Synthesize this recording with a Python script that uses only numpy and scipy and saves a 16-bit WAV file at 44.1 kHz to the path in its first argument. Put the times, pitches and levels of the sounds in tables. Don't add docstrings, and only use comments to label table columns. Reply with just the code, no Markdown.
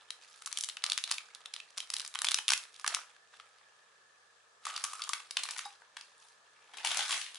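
import sys
import numpy as np
from scipy import signal
from scipy.fft import rfft, irfft
from scipy.io import wavfile
from scipy.ndimage import uniform_filter1d

SR = 44100
rng = np.random.default_rng(int(sys.argv[2]) if len(sys.argv) > 2 else 0)


def waveform_to_disk(signal):
    frames = np.transpose(np.atleast_2d(signal))
    scaled = np.clip(frames, -1, 1) * 32767
    samples = np.round(scaled).astype(np.int16)
    wavfile.write(sys.argv[1], SR, samples)


N = 325458

# start in seconds,
# level in dB, ring in Hz, bass in dB, treble in dB, length of the jerks in ms.
SNAP_HITS = [(0.1051, -24.5, 3840, -11.5, -6.5, 2.6), (0.421, -34.5, 1310, -3.5, 0.5, 2.7),
             (0.46, -23, 6450, -13, 1, 4.9), (0.4685, -27.5, 1330, 8.5, 6, 6.7),
             (.475, -29, 3800, -20, 1, 4), (.516, -34, 3980, 1, -3, 2.3),
             (0.5275, -22.5, 5700, -10, -.5, 1.2), (0.5733, -19, 3130, -19, -2.5, 2.5),
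             (0.5869, -20.5, 6030, -3, 8, 0.5), (0.6093, -20, 5840, -27, 2, 2.1),
             (.6265, -30, 9500, -17, 4, 1.2), (0.6372, -20.5, 6160, -16, -5, 2.9),
             (0.6448, -23, 7640, -21, 1, 0.86), (0.6881, -22.5, 3380, -3.5, 3.5, 2.4),
             (0.6966, -27, 4100, -14, -10, 4.1), (0.7698, -28, 2540, -9, -13, 2.2),
             (0.822, -40, 3940, -16, -15, 2), (0.8393, -14.5, 4400, -6.5, -6, 3.2),
             (0.8635, -22.5, 5000, -11, -9, 2.6), (0.8992, -19, 4320, -23, -6, 1.6),
             (.9196, -15.5, 3680, -14, -8, 1.5), (.931, -23.5, 4870, -10, -4, 3.4),
             (.9777, -17, 5750, -8, -6, 1.5), (0.9857, -26, 3800, -5.5, -11, 1.2),
             (1.0394, -19, 3800, -24, -9.5, 2.7), (1.076, -31.5, 4690, -4, -8, 2.2),
             (1.0966, -33, 3810, -15, -15, 1.7), (1.1095, -27, 4000, -7, -2, 3),
             (1.1129, -13.5, 4650, -2, 1, 2.7), (1.12, -20.5, 4800, -14, -7, 5),
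             (1.1406, -27.5, 3470, -9, -3, 5.6), (1.1822, -25, 2430, -16, -12, 2.6),
             (1.349, -32, 3700, -29, -4.5, 0.67), (1.4051, -46.5, 940, 7, -4.5, 4.3),
             (1.4582, -30, 3560, -9, -8.5, 2.7), (1.5382, -25, 4850, -15.5, -8, 3.3),
             (1.5635, -30, 3570, -10, -11.5, 2), (1.6007, -32.5, 2600, -17, -18, 3.5),
             (1.7052, -46, 6180, -11, -4, 2.5), (1.773, -35, 4630, 8, 2, 3.8),
             (1.7779, -24.5, 5260, -31, -7, 1.1), (1.781, -23.5, 5660, -5, -3, 3.3),
             (1.8036, -24.5, 3000, -15, -8.5, 1.8), (1.9021, -22, 5100, -6, 0, 2.6),
             (1.936, -29, 4500, -10, -4, 2.7), (1.939, -17.5, 5000, -8.5, 1, 2.5),
             (1.9661, -21.5, 3830, -19, -5, 1.4), (1.9846, -29, 3900, -24, 7, 1.3),
             (1.9975, -24, 5750, -20, -9, 0.89), (2.0038, -27, 4100, -4, -4, 1.9),
             (2.0168, -31, 4590, -11, 0, 2.9), (2.0492, -28.5, 5150, -0.5, -2, 2.4),
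             (2.0628, -32.5, 4700, -18, -5, 1.5), (2.077, -28, 6960, -13, 7, 1.7),
             (2.1407, -31.5, 4030, -6, -3, 0.9), (2.1499, -28, 3300, 5, 3, 1.1),
             (2.1543, -22.5, 3160, 3, -9, 3.2), (2.1895, -22.5, 4030, -2, -1.5, 1.5),
             (2.218, -16, 3720, 5.5, 6.5, 2.7), (2.2455, -15.5, 2700, 0.5, -2.5, 1.8),
             (2.2502, -20, 4820, -19, -3, 1.1), (2.2682, -19, 3400, -9, -10.5, 2.4),
             (2.2864, -14.5, 3420, -15, -8, 1.07), (2.3108, -21, 9350, -15, -7, 0.5),
             (2.317, -15.5, 3880, -5.5, -1, 2.1), (2.3441, -11, 5670, -15, -6.5, 1.5),
             (2.374, -26.5, 2480, -16, -8, 2.9), (2.387, -19.5, 3170, 1.5, -3.5, 3),
             (2.4815, -12.5, 3420, -22, -5.5, 0.91), (2.489, -15, 2680, -8, -4, 2.9),
             (2.5025, -16.5, 5500, -3, -8, 1.5), (2.5054, -12.5, 5580, -8, -7.5, 1.2),
             (2.5197, -14, 6890, 2, -4.5, 1.9), (2.527, -22, 6010, -16, -3, 2.6),
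             (2.5341, -11, 2400, -11, -5.5, 4.1), (2.5771, -24, 5100, -20, 2, 1.1),
             (2.638, -35.5, 3920, 0, 1, 1.3), (2.652, -43.5, 3790, 4, -11, 3.5),
             (2.7426, -42, 4030, -22, -4, 2.7), (2.762, -43, 4500, -15, -6, 5),
             (2.7967, -34.5, 5140, 2.5, 0.5, 2.6), (2.812, -40, 5770, -9, -6, 5),
             (2.8443, -21.5, 1660, 12.5, -6.5, 2.4), (2.8637, -22, 1710, -3, -7, 1.6),
             (2.8773, -13.5, 6040, 0.5, 0.5, 2.8), (2.9418, -24.5, 1470, 0, -4, 6.4),
             (2.9475, -14.5, 6000, -11, -5, 0.61), (2.9682, -29, 930, 13, -8, 1.9),
             (2.988, -36.5, 1390, 8, -15, 2.3), (3.164, -48.5, 1750, -5, -13, 3.4),
             (3.337, -44.5, 1630, 5, -21, 4.5), (3.3992, -37, 1240, -4, -20, 3.3),
             (3.585, -52, 5000, 0.1, -9, 2.3), (3.612, -51, 1730, 14, -13, 3.8),
             (4.653, -24.5, 6850, 0, -4, 4.7), (4.6668, -23.5, 1210, 11, 2, 4.1),
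             (4.6985, -30.5, 2990, 1, -6, 6.5), (4.7548, -34, 1260, 9, -9, 10),
             (4.763, -24, 4890, -25, -13, 5.2), (4.777, -26.5, 4450, 2, -3.5, 3),
             (4.8396, -16, 6050, 0.5, 3.5, 4.4), (4.848, -23, 1260, -2, -1, 5.3),
             (4.9333, -26, 1150, 5.5, 4.5, 4.9), (4.9527, -35, 5380, 6, 13, 5.5),
             (4.9994, -34.5, 1190, 14, -12, 7.7), (5.0198, -23, 4760, -21, -13, 2.5),
             (5.038, -27, 6940, -13, -3, 4.1), (5.0744, -35, 1130, 12, -3, 5.7),
             (5.0921, -20.5, 7140, -34, -3, 1.34), (5.0939, -26, 1160, 11, -2, 5.1),
             (5.1333, -17, 1200, -4, -6.5, 4.9), (5.2007, -34.5, 2710, 8, -4, 4.5),
             (5.3088, -25, 4800, -9, -2.5, 4.1), (5.3695, -17, 4230, -8, -11.5, 1.4),
             (5.3716, -19, 3050, -7, -8, 2), (5.4349, -19.5, 4130, -6, 0.5, 5.2),
             (5.4878, -26.5, 1780, -0.5, -8, 4.6), (5.509, -23, 5100, -10, 3, 3.9),
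             (5.5634, -32, 1900, -1, -9, 5.5), (5.5763, -30, 1830, -5, 3, 4.5),
             (5.5827, -25.5, 6960, -5, 0, 2.9), (5.5903, -24, 1700, -4, -9, 5),
             (5.656, -33.5, 770, 14, 8, 11), (5.819, -44.5, 1640, 18, -7, 3.5),
             (5.968, -29.5, 1610, -5.5, -11.5, 5.9), (6.0104, -35, 4940, -12, -9, 3.7),
             (6.285, -48, 5880, -15, -4, 3.2), (6.736, -37.5, 3300, 4, -8, 9),
             (6.7706, -31.5, 3450, 0, 0, 6.9), (6.7842, -33.5, 2600, -11, -17, 4.7),
             (6.838, -38, 786, 15, -21, 16), (6.8477, -16.5, 2770, 4.5, 1, 4.9),
             (6.856, -23, 2470, -10, -5, 10), (6.8719, -19.5, 3180, -15, -4.5, 4),
             (6.9148, -19.5, 3430, -1, -7, 4.9), (6.9457, -23, 2060, -1.5, -1.5, 5),
             (6.971, -16.5, 6100, 0, 1.5, 4.5), (6.991, -19, 3680, 1.5, -6.5, 6.5),
             (7.005, -22.5, 3380, -9, -21, 5.7), (7.0948, -28.5, 1550, 8, -1, 6.5),
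             (7.1059, -23.5, 1670, -6, -18, 7.6), (7.1262, -21, 3050, -6, -19, 5.6),
             (7.2136, -27.5, 2760, -19, -10, 6), (7.2625, -33.5, 2150, -13, -18, 4.1),
             (7.3457, -33.5, 3730, -7, 1, .9), (7.3561, -34.5, 3180, -9, -10, 2.7)]
# frequency in Hz, snap gain in dB.
SNAP_LOW_CUT = [(30, -24.5), (350, -33), (550, -19.5), (800, -4.5), (1100, 0.5)]
# time in seconds, left over right in dB.
SNAP_PAN = [(0.5, 1), (2.5, -0.5), (4.7, 1), (7, 4)]
# time in seconds, resonance in Hz.
POCKET_PITCH = [(5.15, 1210), (5.4, 1065), (6.6, 786), (7.0, 780), (7.1, 1100)]
# frequency in Hz, left-right likeness.
FOIL_LIKENESS = [(150, 0.88), (700, 0.97), (2500, 0.82), (8000, 0.61)]
# start in seconds, hold in seconds, rustle level in dB,
# brightness in dB per octave, pocket ring in dB relative to the rustle.
FINGER_MOVES = [(0.228, 0.31, -60.5, 2.2, -16), (0.547, 0.11, -53, 1, -15), (0.853, 0.07, -50.5, 0, -5.5),
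                (1.086, 0.062, -50, -1.1, -11), (1.535, .06, -58.5, -1.2, -30),
                (1.779, 0.033, -51.5, -0.5, -16), (1.928, .07, -49.5, -0.5, -28),
                (2.133, .08, -55.5, -0.5, -18.5), (2.253, 0.067, -41.5, 0, -34),
                (2.504, 0.047, -45.5, .6, -18), (2.734, .1, -62, 1, -14.5), (2.878, 0.062, -45, -2, -17),
                (3.335, 0.055, -59, -2.2, -18), (4.678, 0.013, -41, -1, -5.5), (4.76, 0.054, -57, 0.1, -5),
                (4.826, 0.23, -48.5, 1, -3), (5.147, 0.044, -52, -0.5, -20), (5.386, .04, -44.5, -1.5, -14),
                (5.455, .17, -50, -0.6, -29), (5.98, .04, -57, -1, -28), (6.174, 0.11, -64.5, 2.5, -6),
                (6.744, 0.058, -53, -5, -34), (6.864, 0.15, -38, -1, -36), (7.091, 0.05, -35.5, 1, -27),
                (7.27, 0.12, -61, -3.5, -24)]
# time in seconds, level in dB.
REST_LEVEL = [(0, -63), (1.3, -61.5), (1.7, -67), (3.2, -70), (3.8, -70), (4.6, -80), (5.3, -67),
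              (5.85, -68.5), (6.4, -71.5), (6.7, -66)]
# frequency in Hz, relative level in dB.
RUSTLE_EQ = [(120, -55), (200, -36), (520, -19.5), (791, -8), (2240, -5.5), (2470, -1.5), (2930, -5.5),
             (3400, -2), (11000, -10.5), (14300, -46), (22000, -120)]
# time in seconds, left over right in dB.
RUSTLE_PAN = [(3, -3), (4.6, -0.8), (6.4, -0.5), (6.8, 0)]
# pitch in Hz, peak in dB, 60 dB decay in seconds, delay in ms.
TAP_MODES = [(817, -37.5, 0.1, 3.68), (1200, -44, 0.04, 4.14), (3822, -37.5, 0.037, .1),
             (5000, -35.5, 0.022, 0.14)]
# time in seconds, reverb send in dB.
ROOM_SEND = [(3.5, -9), (4.5, -7), (6.5, -6), (6.7, -1.5)]
# frequency in Hz, 60 dB decay in seconds.
ROOM_DECAY = [(500, 0.12), (1300, 0.36), (3500, 0.23), (9000, 0.28)]
# frequency in Hz, relative level in dB.
ROOM_EQ = [(600, -8.5), (3000, -4), (9000, -5.5)]
# frequency in Hz, left-right likeness.
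ROOM_LIKENESS = [(500, 0.7), (1500, 0.73), (4000, 0.032), (9000, 0.059)]
# frequency in Hz, relative level in dB.
HISS_EQ = [(71, -66), (120, -20.5), (183, -17), (278, -21.5), (493, -6), (874, -7), (1210, -1.5),
           (1990, -11.5), (3660, -10), (7410, -13.5), (11500, -22.5), (15000, -43), (22000, -120)]
# centre in Hz, width in Hz, boost in dB.
HISS_BUMPS = [(458, 86, 3.5), (1248, 180, 2.5), (1720, 240, 12.5)]
# frequency in Hz, left-right likeness.
HISS_LIKENESS = [(60, 0.92), (150, 0.79), (300, 0.74), (900, 0.2), (2600, 0.03)]
# frequency in Hz, gain in dB.
TREBLE_CUT = [(10800, -2), (11150, -12.5), (11350, -25.5), (12400, -36.5)]

POCKET_WIDTH_HZ = 266
GRIP_DB_PER_S, SETTLE_DB_PER_S = 472, 123
REST_DB_PER_OCTAVE, REST_POCKET_DB = -3.5, -16


def snap(hz, bass_db, treble_db, ms, pocket_hz, noise):
    size = noise.shape[1]
    f, t_ms = np.fft.rfftfreq(size, 1 / SR), np.arange(size) / SR * 1000
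    jerks = .6 * noise[:2] * (noise[2] > .9) * np.exp(-t_ms / (1.3 * ms)) * (t_ms < ms)
    jerks += 0.052 * noise[:2] * np.exp(-np.maximum(t_ms - ms, 0) / 4.1)
    jerks[:, 4] = 1.02 * np.sign(noise[:2, 0])
    push = rfft(jerks)
    push /= np.sqrt(uniform_filter1d(abs(push) ** 2, size=25))
    push = rfft(irfft(push) * (np.arange(size) < size * .6))
    low_cut_db = curve(SNAP_LOW_CUT, f * np.sqrt(POCKET_PITCH[0][1] / pocket_hz))
    tilt_db = curve([(1200, bass_db), (3400, 0.0074), (8000, treble_db)], f)
    facet_db = curve([(1000, 8), (3000, 9), (7000, 6)], hz) / (1 + ((f - hz) / (.12 * hz)) ** 2)
    pocket_db = 4.6 / (1 + ((f - pocket_hz) / (POCKET_WIDTH_HZ / 2)) ** 2)
    colour = minimum_phase(low_cut_db + tilt_db + facet_db + pocket_db)
    sound = irfft(stereo_pair(*push, curve(FOIL_LIKENESS, f)) * colour)
    return sound / np.sqrt((sound ** 2).mean(0).sum() / (SR / 1000))


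def snaps(scatter_db=1, size=1024):
    out = np.zeros((2, N + size))
    for start, db, hz, bass_db, treble_db, ms in SNAP_HITS:
        noise = rng.standard_normal((3, size))
        sound = snap(hz, bass_db, treble_db, ms, automation(POCKET_PITCH, start), noise)
        pan_db = automation(SNAP_PAN, start) + scatter_db * noise[2, -1]
        at = round(start * SR)
        out[:, at:at + size] += gain_of(db) * panned(pan_db)[:, None] * sound
    return out[:, :N]


def handling(t):
    start, hold, db, brightness, pocket_db = np.array(FINGER_MOVES).T[:, :, None]
    attack_db = GRIP_DB_PER_S * np.maximum(start - t, 0)
    release_db = SETTLE_DB_PER_S * np.maximum(t - start - hold, 0)
    power = gain_of(db - attack_db - release_db) ** 2
    rest = gain_of(automation(REST_LEVEL, t)) ** 2
    total = power.sum(0) + rest
    brightness = ((power * brightness).sum(0) + rest * REST_DB_PER_OCTAVE) / total
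    pocket_db = ((power * pocket_db).sum(0) + rest * REST_POCKET_DB) / total
    return 10 * np.log10(total), brightness, pocket_db


def rustle(per_s=800, spread_db=3.5, grain_ms=1.8, patchy_db=3.5):
    t = np.arange(N) / SR
    ticks = gain_of(spread_db * np.minimum(rng.exponential(1, N), 4)) * (rng.random(N) < per_s / SR)
    grain_decay = np.exp(-t[:400] * 1000 / grain_ms) * (t[:400] < grain_ms / 500)
    bursts = np.sqrt(abs(signal.oaconvolve(ticks ** 2, grain_decay)[:N]))
    grains = bursts * rng.standard_normal((2, N))
    f, frame_s, spectra = signal.stft(grains, SR, nperseg=256, noverlap=192)
    f = f[:, None]
    flicker = gain_of(patchy_db * patches(spectra.shape[1:], bins=7, frames=4))
    level_db, brightness, pocket_db = handling(frame_s)
    colour = gain_of(curve(RUSTLE_EQ, f) + brightness * np.log2(np.clip(f, 500, 11000) / 3000))
    colour /= np.sqrt((colour ** 2).mean(0))
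    spectra = stereo_pair(*spectra, curve(FOIL_LIKENESS, f)) * colour * flicker
    sound = unit_rms(signal.istft(spectra, SR, nperseg=256, noverlap=192)[1][:, :N])
    sound += gain_of(np.interp(t, frame_s, pocket_db)) * pocket_ring(grains[0], t)
    return sound * gain_of(np.interp(t, frame_s, level_db)) * panned(automation(RUSTLE_PAN, t))


def pocket_ring(grains, t):
    carrier = np.exp(2j * np.pi * np.cumsum(automation(POCKET_PITCH, t)) / SR)
    pole = np.exp(-np.pi * POCKET_WIDTH_HZ / SR)
    ring = (carrier * signal.lfilter([1], [1, -2 * pole, pole * pole], grains / carrier + 1e-18)).real
    return unit_rms(signal.sosfilt(signal.butter(4, 600, "high", fs=SR, output="sos"), ring))


def hollow_tap(start_s=5.6528):
    out = np.zeros(N)
    for hz, db, t60, delay_ms in TAP_MODES:
        t = np.maximum(np.arange(N) / SR - start_s - delay_ms / 1000, 0)
        out += gain_of(db - 60 * t / t60) * np.sin(2 * np.pi * hz * t) * np.minimum(t * hz, 1)
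    return out


def room_tail(first_ms=5.4, build_ms=5.2):
    size, slot = SR // 2, 20
    reflections = np.zeros((2, size))
    at = np.arange(0, size - slot, slot) + rng.integers(0, slot, (2, (size - 1) // slot))
    np.put_along_axis(reflections, at, rng.choice([-1., 1.], at.shape), 1)
    reflections *= np.clip((np.arange(size) / SR * 1000 - first_ms) / build_ms, 0, 1)
    hz, t, spectra = signal.stft(reflections, SR, nperseg=256)
    hz = hz[:, None]
    spectra = stereo_pair(*spectra, curve(ROOM_LIKENESS, hz))
    spectra *= gain_of(curve(ROOM_EQ, hz) - 60 * t / curve(ROOM_DECAY, hz))
    echoes = signal.istft(spectra, SR, nperseg=256)[1]
    return echoes / np.linalg.norm(echoes[0])


def room(close):
    t = np.arange(N) / SR
    send = gain_of(automation(ROOM_SEND, t)) * close.mean(0)
    return sum(signal.fftconvolve((send * fade(20 * t))[None], room_tail(), axes=1)[:, :N]
               for fade in (np.sin, np.cos))


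def hiss(level_db=-65.5, flicker_db=1.0):
    hz = np.fft.rfftfreq(2048, 1 / SR)[:, None]
    shape = (len(hz), N // 512 + 5)
    real, imaginary = rng.standard_normal((2, 2, *shape))
    spectra = stereo_pair(*(real + 1j * imaginary), curve(HISS_LIKENESS, hz))
    bumps_db = sum(db / (1 + ((hz - centre) / (width / 2)) ** 4) for centre, width, db in HISS_BUMPS)
    spectra *= gain_of(curve(HISS_EQ, hz) + bumps_db + flicker_db * patches(shape, bins=20, frames=8))
    air = signal.istft(spectra, nperseg=2048, noverlap=1536)[1][:, :N]
    return gain_of(level_db) * air / np.std(air.mean(0))


def hum(hz=99.7, level_db=-94.5, waver_db=1.8):
    waver = unit_rms(uniform_filter1d(rng.standard_normal(N), 5000))
    return np.sqrt(2) * gain_of(level_db + waver_db * waver) * np.sin(2 * np.pi * hz * np.arange(N) / SR)


def gain_of(db):
    return 10 ** (np.asarray(db) / 20)


def unit_rms(x):
    return x / np.sqrt(np.mean(x ** 2) + 1e-20)


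def curve(points, hz):
    f, value = np.transpose(points)
    return np.interp(np.log(hz + 1), np.log(f + 1), value)


def automation(points, t):
    return np.interp(t, *np.transpose(points))


def patches(shape, bins, frames):
    return unit_rms(uniform_filter1d(uniform_filter1d(rng.standard_normal(shape), bins, 0), frames, 1))


def minimum_phase(db):
    log_gain = np.log(gain_of(np.maximum(db, -100)))
    phase = -signal.hilbert(np.concatenate([log_gain, log_gain[-2:0:-1]])).imag[:len(db)]
    return np.exp(log_gain + 1j * phase)


def panned(db):
    return gain_of(np.array([db, -db]) / 2)


def stereo_pair(mid, side, likeness):
    likeness = np.clip(likeness, -1, 1)
    mid, side = np.sqrt((1 + likeness) / 2) * mid, np.sqrt((1 - likeness) / 2) * side
    return np.array([mid + side, mid - side])


def scene():
    close = snaps() + rustle() + hollow_tap()
    return close + room(close) + hiss() + hum()


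def record(dry):
    treble_cut = irfft(minimum_phase(curve(TREBLE_CUT, np.fft.rfftfreq(1024, 1 / SR))))
    heard = signal.oaconvolve(dry, treble_cut[None])[:, :N]
    low_pass = signal.firwin(511, cutoff=12392, window=("kaiser", 9), fs=SR)
    return signal.oaconvolve(heard, low_pass[None], "same")


dry = scene()
out = record(dry)
waveform_to_disk(out)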